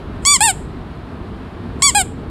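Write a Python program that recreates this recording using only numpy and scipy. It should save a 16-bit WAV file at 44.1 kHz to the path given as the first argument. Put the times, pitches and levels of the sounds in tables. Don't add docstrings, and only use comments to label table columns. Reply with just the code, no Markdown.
import sys
import numpy as np
from scipy import signal
from scipy.fft import rfft, irfft, next_fast_len
from scipy.io import wavfile
from scipy.ndimage import uniform_filter1d, minimum_filter1d, map_coordinates

SR = 44100
rng = np.random.default_rng(int(sys.argv[2]) if len(sys.argv) > 2 else 0)


def ratio(d):
    e = np.asarray(d, float) / 20
    return 10 ** e


def file_out(sig):
    cols = np.atleast_2d(sig).T
    lim = np.clip(cols, -1, 1)
    pcm = np.round(lim * 32767).astype(np.int16)
    wavfile.write(sys.argv[1], SR, pcm)


N = 101430
TOP_HZ = 15800

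# [t/s, reed pitch f/Hz, level/dB, snap/dB]
SQUEEZES = [
    [(0.25, 1048, -21, -1.5), (0.274, 1142, -14.5, 1.5), (0.328, 1169, -14.5, -0.5), (0.346, 1111, -16, 3),
     (0.366, 1014, -20.5, -1.5), (0.374, 940, -39, -9)],
    [(1.82, 1047, -16, -3), (1.842, 1148, -15, 3), (1.868, 1138, -13, -1), (1.898, 1032, -21.5, 0.5),
     (1.91, 916, -36.5, -6.5)],
]
# [t/s, reed pitch f/Hz, level/dB, snap/dB]
REFILLS = [
    [(0.405, 832, -15, 15), (0.411, 813, -13, -0.5), (0.445, 934, -15.5, 8.5), (0.471, 883, -16, 3.5),
     (0.495, 776, -16.5, 3), (0.511, 732, -23.5, 7.5), (0.524, 669, -43.5, -12)],
    [(1.947, 800, -19, 6.5), (1.955, 817.5, -11.5, 2), (1.971, 837, -13.5, 0), (2.017, 727, -21.5, 7),
     (2.031, 677, -40.5, -7)],
]
# [f/Hz, level/dB]
TUBE = [(5200, 1), (5600, -6.5), (6000, -16.5), (6900, 3), (7600, 9), (8600, 3), (9500, -7), (16000, -27)]


def unit(x):
    return x / np.sqrt(np.mean(x ** 2) + 1e-20)


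def along(points, hz):
    f, v = np.transpose(points)
    return np.interp(np.log(hz + 1), np.log(f + 1), v)


def wobble(rate, size):
    knots = rng.standard_normal(int(size * rate / SR) + 4)
    return map_coordinates(knots, [np.arange(size) * rate / SR])


def smooth(x, s):
    width = max(int(s * SR), 1)
    once = uniform_filter1d(x, width, mode="nearest")
    return uniform_filter1d(once, width, mode="nearest")


def coloured(x, *spectra):
    m = 2 * next_fast_len(len(x) // 2 + 8192)
    hz = np.fft.rfftfreq(m, 1 / SR)
    gain = ratio(sum(along(s, hz) for s in spectra))
    cep = irfft(np.log(gain + 1e-6), m)
    cep = np.concatenate([cep[:1], 2 * cep[1:m // 2], np.zeros(m // 2)])
    return irfft(rfft(x, m) * np.exp(rfft(cep)), m)[:len(x)]


def noise(*spectra):
    return unit(coloured(rng.standard_normal(N + 8192), *spectra)[8192:])


def duck(db, recover_s):
    t = np.arange(N) / SR
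    spans = [(rows[0][0], rows[-1][0]) for rows in [*SQUEEZES, *REFILLS]]
    down = [(t > start) * np.exp(-np.clip(t - end, 0, None) / recover_s) for start, end in spans]
    return ratio(db * smooth(np.max(down, axis=0), 0.0033))


def fan():
    # [f/Hz, level/dB per Hz]
    low_colour = [(12, -39.5), (20, -9.5), (59, 2), (85, 0), (119, -3), (251, -4), (448, -11), (568, -22.5),
                  (700, -25), (910, -58), (1540, -120)]
    # [f/Hz, level/dB per Hz]
    high_colour = [(350, -34), (600, -1), (1150, -3.5), (1850, -11), (2010, -13.5), (4130, -20.5),
                   (6120, -36.5), (9570, -37), (15400, -51.5)]
    rumble = noise(low_colour) * ratio(-28.5 + 1.3 * wobble(4, N))
    rush = noise(high_colour) * ratio(-39.5 + 0.6 * wobble(15, N))
    return duck(-2, 0.36) * (rumble + duck(-4.5, 0.03) * rush)


def hiss():
    # [start t/s, end t/s, level/dB]
    flows = [
        (0.216, 0.504, -35.5),
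        (1.787, 2.004, -38),
    ]
    # [f/Hz, level/dB]
    air_colour = [(1000, -37.5), (3000, -18.5), (6000, -14.5), (8000, -9), (11000, -4), (16000, -19.5)]
    rise_s, t60_s = 0.082, 0.387
    t = np.arange(N) / SR
    flow = np.zeros(N)
    for start, end, db in flows:
        rise = np.clip((t - start) / rise_s, 0, 1)
        flow += rise * ratio(db - 60 * np.clip(t - end, 0, None) / t60_s)
    return flow * ratio(0.85 * wobble(40, N)) * noise(air_colour, TUBE)


def thumps():
    # [t/s, peak level/dB, f/Hz]
    bumps = [
        (0.2481, -12.5, 140),
        (1.82, -36, 146.4),
    ]
    t = np.arange(N) / SR
    out = np.zeros(N)
    for s, db, hz in bumps:
        bend = (np.pi * hz * (t - s) / 2) ** 2
        out += ratio(db) * (1 - 2 * bend) * np.exp(-bend)
    return out


def squeak(rows, tone, gain_db):
    # [f/Hz, level/dB]
    top_ripple = [(10400, 3.5), (11000, -6.5), (11600, 3), (12000, -3.5), (12400, 4.5), (13000, -10),
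                  (13800, -2.5), (15000, 2.5)]
    attack_s, release_s = 0.0022, 0.0083
    s, pitch, db, snap_db = np.transpose(rows)
    t = np.arange(round(s[0] * SR), round((s[-1] + release_s) * SR)) / SR

    hz = smooth(np.interp(t, s, pitch), 0.0032) * (1 - 0.3 * np.exp(-(t - s[0]) / 0.001))
    jitter = 1 + 0.001 * wobble(300, len(t))
    phase = 2 * np.pi * np.cumsum(hz * jitter) / SR

    k = np.arange(1, 26)[:, None]
    snap = ratio(np.interp(t, s, snap_db) * np.clip(k * hz / 6000 - 0.5, 0, 1))
    in_band = np.clip((TOP_HZ - k * hz) / 500, 0, 1)
    pulses = (np.cos(k * phase) * snap * in_band).sum(0)
    breath = unit(rng.standard_normal(len(t)) * (1 + np.cos(phase)))
    drive = pulses / 3 + ratio(-44) * breath

    size = np.std(coloured(drive, tone, TUBE, top_ripple))
    edges = np.clip((t - s[0]) / attack_s, 0, 1) ** 2 * np.clip((t[-1] - t) / release_s, 0, 1)
    shimmer_db = 0.3 * wobble(110, len(t))
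    level = ratio(gain_db + smooth(np.interp(t, s, db), 0.001) + shimmer_db)
    voice = coloured(drive * level * edges, tone, TUBE, top_ripple) / size
    return np.pad(voice, (round(s[0] * SR), N))[:N]


def slaps():
    # [t/s, peak level/dB]
    cracks = [
        (.2521, 0.5),
        (1.8233, 3.5),
    ]
    # [f/Hz, level/dB]
    crack_colour = [(400, -14), (800, 1.5), (1600, -4.5), (5500, -1.5), (9000, -9), (11000, -24.5),
                    (16000, -34.5)]
    t60_s = 0.001
    t = np.arange(800) / SR
    out = np.zeros(N)
    for s, db in cracks:
        burst = rng.standard_normal(len(t)) * ratio(-60 * t / t60_s)
        crack = coloured(burst, crack_colour)
        out[round(s * SR):][:len(t)] += ratio(db) * crack / np.abs(crack).max()
    return out


def ball():
    # [f/Hz, level/dB]
    out_tone = [(600, -8), (1150, -6.5), (3450, -8.5), (4100, -12.5), (4600, -4), (5200, -8), (6000, -0.5),
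                (8000, -7.5)]
    # [f/Hz, level/dB]
    in_tone = [(850, -0.5), (1700, -8), (2600, -7), (5300, -15.5), (5800, -22), (6300, -17.5), (7000, -14),
               (10000, -6.5)]
    pushed = sum(squeak(rows, out_tone, 8.5) for rows in SQUEEZES)
    drawn = sum(squeak(rows, in_tone, 4.5) for rows in REFILLS)
    return pushed - drawn + slaps()


def nearby(x):
    # [delay t/s, level/dB]
    bounces = [(.0006, -18), (.0019, -18), (.0033, -16), (.0056, -17), (.0083, -19)]
    # [f/Hz, level/dB]
    bounce_tone = [(500, -16), (3000, -11), (6000, -6), (8000, 0), (16000, 2)]
    copies = np.zeros(N)
    for k, (s, db) in enumerate(bounces):
        copies += (-1) ** k * ratio(db) * np.pad(x, (round(s * SR), 0))[:N]
    return coloured(copies, bounce_tone)


def room(x):
    # [f/Hz, t60/s]
    decay = [(500, .4), (3000, 0.31), (8000, 0.27), (14000, 0.083)]
    # [f/Hz, level/dB]
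    send_tone = [(800, -2), (3500, 0.5), (4600, -7), (6000, 0), (8500, -0.5), (11000, 4.5)]
    delay_s = 0.004
    hz, t, z = signal.stft(rng.standard_normal(SR // 2), SR, nperseg=256)
    fade = ratio(-60 * t / along(decay, hz)[:, None])
    tail = signal.istft(z * fade, SR, nperseg=256)[1]
    sent = np.pad(coloured(x, send_tone), (round(delay_s * SR), 0))
    return ratio(-22.5) * signal.fftconvolve(sent, tail / np.linalg.norm(tail))[:N]


def scene():
    toy = ball()
    mono = fan() + hiss() + thumps() + toy + nearby(toy) + room(toy)
    return np.array([mono, mono])


def band_limit(x):
    return signal.sosfilt(signal.butter(12, 16500, fs=SR, output="sos"), x)


def record(dry):
    spread_s, limit, limit_s = 0.0004, 0.98, 0.004
    m = next_fast_len(N + 4096)
    hz = np.fft.rfftfreq(m, 1 / SR)
    spread = np.exp(1j * np.pi * spread_s * hz ** 2 / 10000)
    band = np.clip((TOP_HZ - hz) / 60, 0, 1)
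    x = irfft(rfft(dry, m) * spread * band, m)[:, :N]
    need = np.minimum(1, limit / (np.abs(x[0]) + 1e-9))
    held = minimum_filter1d(need, int(4 * limit_s * SR))
    mix = x * smooth(held, limit_s)
    return band_limit(mix)


dry = scene()
out = record(dry)
file_out(out)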